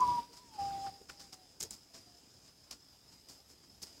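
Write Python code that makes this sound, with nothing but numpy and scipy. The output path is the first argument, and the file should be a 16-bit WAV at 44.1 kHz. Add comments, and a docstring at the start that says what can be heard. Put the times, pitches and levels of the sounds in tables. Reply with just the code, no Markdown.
"""A high, mournful whistle opens a potoo's falling series of nearly pure notes, echoing in a wood at night.
Behind it: a low rumble of air, a faint far drone and throbbing bands of insect trills.
Fingers rub and tick on the camera, with a few soft hollow knocks. Its noise suppressor holds the
background down, so the hiss swells with every loud note and rustle."""
import sys
import numpy as np
from scipy import signal
from scipy.fft import rfft, irfft
from scipy.io import wavfile
from scipy.ndimage import uniform_filter1d

SR = 44100
rng = np.random.default_rng(int(sys.argv[2]) if len(sys.argv) > 2 else 0)


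def output_pcm(signal):
    """Save a mono or channel-first signal as 16-bit PCM at the path in sys.argv[1].

    Samples are clipped to [-1, 1] before scaling.
    """
    pcm = np.clip(np.atleast_2d(signal).T, -1, 1) * 32767
    wavfile.write(sys.argv[1], SR, np.round(pcm).astype(np.int16))


N = 176400
T = np.arange(N) / SR

# Night air. Each row: frequency in Hz, relative spectral density in dB.
AIR_SPECTRUM = [(15, -60.5), (25, -25), (37, -12), (52, -5), (70, -2), (189, -6), (211, -6.5), (248, -6.5),
                (425, -9.5), (461, -11), (857, -13.5), (1040, -17.5), (1120, -17.5), (2030, -21),
                (4450, -19.5), (5090, -13), (5820, -20), (11700, -32.5), (15800, -36)]
# Far drone. Each row: pitch in Hz, width in Hz, level in dB.
DRONE_BANDS = [(71, 5.1, -63.5), (281, 15, -64)]
# Insect choirs. Each row: pitch in Hz, width in Hz, level in dB, end of fade-in in seconds.
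INSECT_CHOIRS = [(4872, 100, -57, 0), (5024, 65, -60, 0.5), (5220, 106, -57.5, 0.5),
                 (6870, 1700, -61.5, 0.5), (11500, 150, -71.5, 3)]
# Hollow knocks. Each row: centre in seconds, pitch in Hz, width in Hz, half-length in seconds,
# level in dB.
HOLLOW_BUMPS = [(0.312, 437, 130, 0.02, -46), (0.708, 1520, 200, 0.0049, -53),
                (0.869, 1320, 400, 0.0037, -48), (1.016, 429, 71.6, 0.013, -42),
                (1.1, 1760, 1310, 0.0057, -38), (1.649, 436, 90, 0.018, -46.5)]
# Finger rubs. Each row: start in seconds, then rise, release onset and decay time in seconds,
# level in dB, tilt above 1 kHz in dB per octave.
FINGER_RUBS = [(.318, .015, 0.023, 0.023, -45, -2.5), (.36, 0.01, 0.018, 0.019, -46.5, -1.5),
               (.53, 0.0087, 0.02, 0.023, -48.5, -5), (.858, 0.0081, 0.013, 0.021, -45, -9.5),
               (1.085, 0.0036, 0.016, 0.041, -42.5, -4), (1.192, 0.006, 0.013, 0.046, -42.5, -2),
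               (1.322, 0.0078, 0.014, 0.015, -42.5, -3), (1.598, 0.0023, 0.037, 0.025, -41, 1.5),
               (1.703, 0.0044, 0.023, 0.037, -42, 2), (1.933, 0.01, 0.026, 0.071, -44.5, -3),
               (2.44, .01, .045, 0.026, -52, -2), (2.706, .002, 0.026, 0.016, -41.5, -2),
               (3.11, 0.011, 0.025, 0.025, -49, -3), (3.284, .002, 0.02, 0.052, -44.5, 0.5),
               (3.478, 0.0077, 0.032, 0.03, -50, 0), (3.628, 0.0088, 0.016, 0.012, -50, -4),
               (3.816, 0.0039, 0.02, 0.019, -40.5, 2), (3.86, 0.013, .03, 0.3, -52.5, -2.5)]
# Finger friction. Each row: frequency in Hz, relative gain in dB.
RUB_SPECTRUM = [(60, -6.5), (400, -7.5), (1000, -3.5), (2500, -5.5), (4000, -1), (5100, 11.5), (5800, 3.5),
                (7500, 2.5), (10000, -8.5), (16000, -15)]
# Casing ticks. Each row: start in seconds, peak in dB, ring pitch in Hz, decay time in seconds.
CASING_TICKS = [(.006, -35, 6350, 0.0019), (0.077, -36, 5900, 0.00061), (1.097, -32, 2190, .0012),
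                (1.204, -30.5, 4880, .001), (1.342, -30.5, 5900, 0.00057), (1.604, -24, 7260, 0.0021),
                (1.611, -26.5, 6500, 0.00095), (1.621, -29, 6950, .0009), (1.628, -23.5, 6650, 0.0012),
                (1.632, -25, 6700, 0.00074), (1.6359, -25, 6700, .0014), (1.708, -24, 7750, 0.0011),
                (1.964, -38, 6550, .001), (2.7114, -25, 4860, 0.0005), (2.723, -37, 4560, 0.0025),
                (3.287, -33.5, 5960, 0.00069), (3.827, -29, 6300, 0.0039), (3.833, -42, 6560, 0.0016)]
# The potoo's three opening contours. Each row: time in seconds, pitch in Hz, level in dB.
HIGH_CONTOUR = [(0, 985, -33), (.007, 1005, -30), (.018, 1010, -23.5), (.03, 1000, -24), (.048, 980, -31),
                (.075, 966, -33), (.088, 977, -28), (.11, 970, -31), (.168, 967, -33.5), (.189, 955, -30.3),
                (.21, 940, -41.5), (.25, 965, -45), (.31, 965, -53)]
SLIDE_CONTOUR = [(.315, 950, -60), (.34, 960, -50.5), (.375, 965, -51), (.41, 1005, -49), (.47, 950, -51),
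                 (.52, 885, -50), (.54, 865, -43), (.56, 845, -41.5), (.576, 820, -50)]
LOW_CONTOUR = [(.576, 815, -44), (.589, 803, -33.3), (.62, 797, -32.8), (.7, 794, -35.5), (.76, 788, -35.3),
               (.805, 785, -37.3), (.85, 790, -35), (.893, 780, -36.5), (.907, 750, -52),
               (.925, 795, -44.5), (.97, 788, -49), (1.05, 785, -54)]
# Fuzzy tones above the high and the low note. Each row: pitch in Hz, width in Hz, dB relative to the note.
SIDE_BANDS = [(1170, 24, -21.5), (1203, 69, -28.5)]
# Faint closing notes. Each row: start and length in seconds, first and last pitch in Hz, level in dB.
CLOSING_NOTES = [(1.09, .21, 812, 789, -54.5), (1.3, .17, 765, 731, -53.5), (1.89, .14, 672, 657, -56),
                 (2.045, 0.16, 720, 698, -55)]
# Suppressor depth. Each row: frequency in Hz, dB of cut per dB below the threshold.
CUT_SLOPES = [(60, 1.02), (200, 1.0), (400, 1.0469), (2000, 0.9875), (5000, 0.8334), (15000, 0.59)]


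def amp(db):
    """Decibels to gain."""
    return 10 ** (np.asarray(db) / 20)


def unit(x):
    """Scales to rms 1."""
    return x / np.sqrt(np.mean(x ** 2) + 1e-20)


def curve_at(points, hz):
    """Interpolates a table on a log-frequency axis."""
    f, value = np.transpose(points)
    return np.interp(np.log(hz + 1), np.log(f + 1), value)


def colour(x, gain):
    """Filters by a gain that is a function of frequency."""
    return irfft(rfft(x) * gain(np.fft.rfftfreq(len(x), 1 / SR)), len(x))


def drift(rate_hz):
    """Random wander of rms 1, up to the given rate."""
    return unit(colour(rng.standard_normal(N), lambda f: (f > 0) / (1 + (f / rate_hz) ** 4)))


def noise_band(hz, width_hz):
    """Band of noise, rms 1; a fuzzy tone when narrow."""
    noise = rng.standard_normal(N)
    return unit(colour(noise, lambda f: 1 / (1 + ((f - hz) / (width_hz / 2)) ** 4) ** .5))


def lag(x, tau_s):
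    """One-pole follower."""
    pole = np.exp(-1 / (tau_s * SR))
    return signal.lfilter([1 - pole], [1, -pole], x, zi=[pole * x[:256].mean()])[0]


def air(level_db=-48.5, patch_db=1.76):
    """Low rumble and far insect hiss, slightly patchy in time and frequency."""
    hz, _, spectra = signal.stft(rng.standard_normal(N), SR, nperseg=2048, noverlap=1536)
    patches = uniform_filter1d(rng.standard_normal(spectra.shape), size=16, axis=0)
    patches = unit(uniform_filter1d(patches, size=6, axis=1))
    spectra = spectra * amp(curve_at(AIR_SPECTRUM, hz)[:, None] + patch_db * patches)
    return amp(level_db) * unit(signal.istft(spectra, nperseg=2048, noverlap=1536)[1][:N])


def drone():
    """Faint far hum of narrow, low noise bands."""
    return sum(amp(db) * noise_band(hz, width_hz) for hz, width_hz, db in DRONE_BANDS)


def insects(throb_hz=8, throb_db=2.4, fade_s=0.33):
    """Overlapping trills merge into throbbing bands; the highest fades in late."""
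    out = np.zeros(N)
    for hz, width_hz, db, full_s in INSECT_CHOIRS:
        fade = np.clip(1 + (T - full_s) / fade_s, 0, 1)
        choir = noise_band(hz, width_hz) * amp(throb_db * drift(throb_hz))
        out += amp(db) * fade * unit(choir)
    return out


def bumps():
    """Hollow puffs and knocks: noise bands under short bell-shaped envelopes."""
    out = np.zeros(N)
    for centre_s, hz, width_hz, half_s, db in HOLLOW_BUMPS:
        envelope = np.exp(-((T - centre_s) / half_s) ** 2)
        out += amp(db) * np.sqrt(np.mean(envelope ** 2)) * unit(envelope * noise_band(hz, width_hz))
    return out


def finger_rubs(grain_depth=0.36, grain_hz=910):
    """Grainy friction of fingers on the camera: quick rise, short hold, decay."""
    out = np.zeros(N)
    friction = rng.standard_normal(N) * np.exp(grain_depth * drift(grain_hz))
    for start_s, rise_s, release_at_s, decay_s, db, tilt_db in FINGER_RUBS:
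        t = T - start_s
        envelope = np.clip(t / rise_s, 0, 1) * np.exp(-np.maximum(t - release_at_s, 0) / decay_s)
        rub = colour(friction,
                     lambda f: amp(curve_at(RUB_SPECTRUM, f) + tilt_db * np.log2(np.maximum(f, 1000))))
        out += amp(db) * envelope * unit(rub)
    return out


def casing_ticks(ring_q=7.8, crack_gain=0.14):
    """Tiny slips crack and ring the casing for a millisecond or so."""
    out = np.zeros(N)
    t = T[:1024]
    for start_s, peak_db, ring_hz, decay_s in CASING_TICKS:
        crack = rng.standard_normal(len(t))
        ring = unit(signal.lfilter(*signal.iirpeak(ring_hz, ring_q, SR), crack))
        tick = np.exp(-t / decay_s) * (ring + crack_gain * crack)
        slot = out[round(start_s * SR):][:len(t)]
        slot += (amp(peak_db) * tick / abs(tick).max())[:len(slot)]
    return out


def tree_echoes(x, gain_db=-27, t60_s=0.99, rise_s=0.0067):
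    """Trees scatter the sound into a diffuse, decaying tail."""
    t = T[:SR]
    tail = rng.standard_normal(SR) * np.exp(-np.log(1000) * t / t60_s) * np.minimum(t / rise_s, 1)
    return amp(gain_db) * signal.fftconvolve(x, tail / np.linalg.norm(tail))[:N]


def whistle(contour, flutter_db, waver_depth=0.0025, waver_hz=60, edge_s=0.001):
    """One nearly pure note, wavering in pitch and level; returns tone and envelope."""
    times_s, hz, db = np.transpose(contour)
    pitch_hz = np.interp(T, times_s, hz) * (1 + waver_depth * drift(waver_hz))
    gate = np.clip(np.minimum(T - times_s[0], times_s[-1] - T) / edge_s, 0, 1)
    envelope = gate * amp(np.interp(T, times_s, db) + flutter_db * drift(waver_hz))
    return np.sqrt(2) * envelope * np.sin(2 * np.pi * np.cumsum(pitch_hz) / SR), envelope


def potoo(loud_flutter_db=0.3, soft_flutter_db=0.8, fade_s=0.028):
    """A high whistle, a soft slide down to a low one, then faint notes that sink further."""
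    out, _ = whistle(SLIDE_CONTOUR, soft_flutter_db)
    for contour, (hz, width_hz, db) in zip([HIGH_CONTOUR, LOW_CONTOUR], SIDE_BANDS):
        tone, envelope = whistle(contour, loud_flutter_db)
        out += tone + envelope * amp(db) * noise_band(hz, width_hz)
    for start_s, length_s, first_hz, last_hz, db in CLOSING_NOTES:
        end_s = start_s + length_s
        swell = np.clip(np.minimum(T - start_s, end_s - T) / fade_s, 0, 1)
        tone, _ = whistle([(start_s, first_hz, db), (end_s, last_hz, db)], soft_flutter_db)
        out += swell * tone
    return out


def scene():
    """The bird among the trees, the night around it and the hand on the camera; mono."""
    bird = potoo()
    night = drone() + air() + insects()
    handling = finger_rubs() + casing_ticks() + bumps()
    return (night + handling + bird + tree_echoes(bird))[None]


def suppressor(x, threshold_db=-31, quick_s=0.0022, slow_s=0.014, slow_share=0.55, low_cut_hz=300):
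    """Downward expander: the further the detected level is below threshold, the deeper the cut."""
    detected = colour(x, lambda f: f ** 2 / (f ** 2 + low_cut_hz ** 2)) ** 2
    power = (1 - slow_share) * lag(detected, quick_s) + slow_share * lag(detected, slow_s)
    below_db = np.minimum(10 * np.log10(power + 1e-12) - threshold_db, 0)
    hz, frames_s, spectra = signal.stft(x, SR, nperseg=256, noverlap=192)
    gain_db = curve_at(CUT_SLOPES, hz)[:, None] * np.interp(frames_s, T, below_db)
    return signal.istft(spectra * amp(gain_db), nperseg=256, noverlap=192)[1][:N]


def record(dry):
    """The camera's noise suppressor, then its band limit."""
    cutoff_hz = 15900
    lowpass = signal.firwin(511, cutoff_hz, window=("kaiser", 9), fs=SR)
    return signal.oaconvolve(suppressor(dry[0]), lowpass, "same")[None]


dry = scene()
out = record(dry)
output_pcm(out)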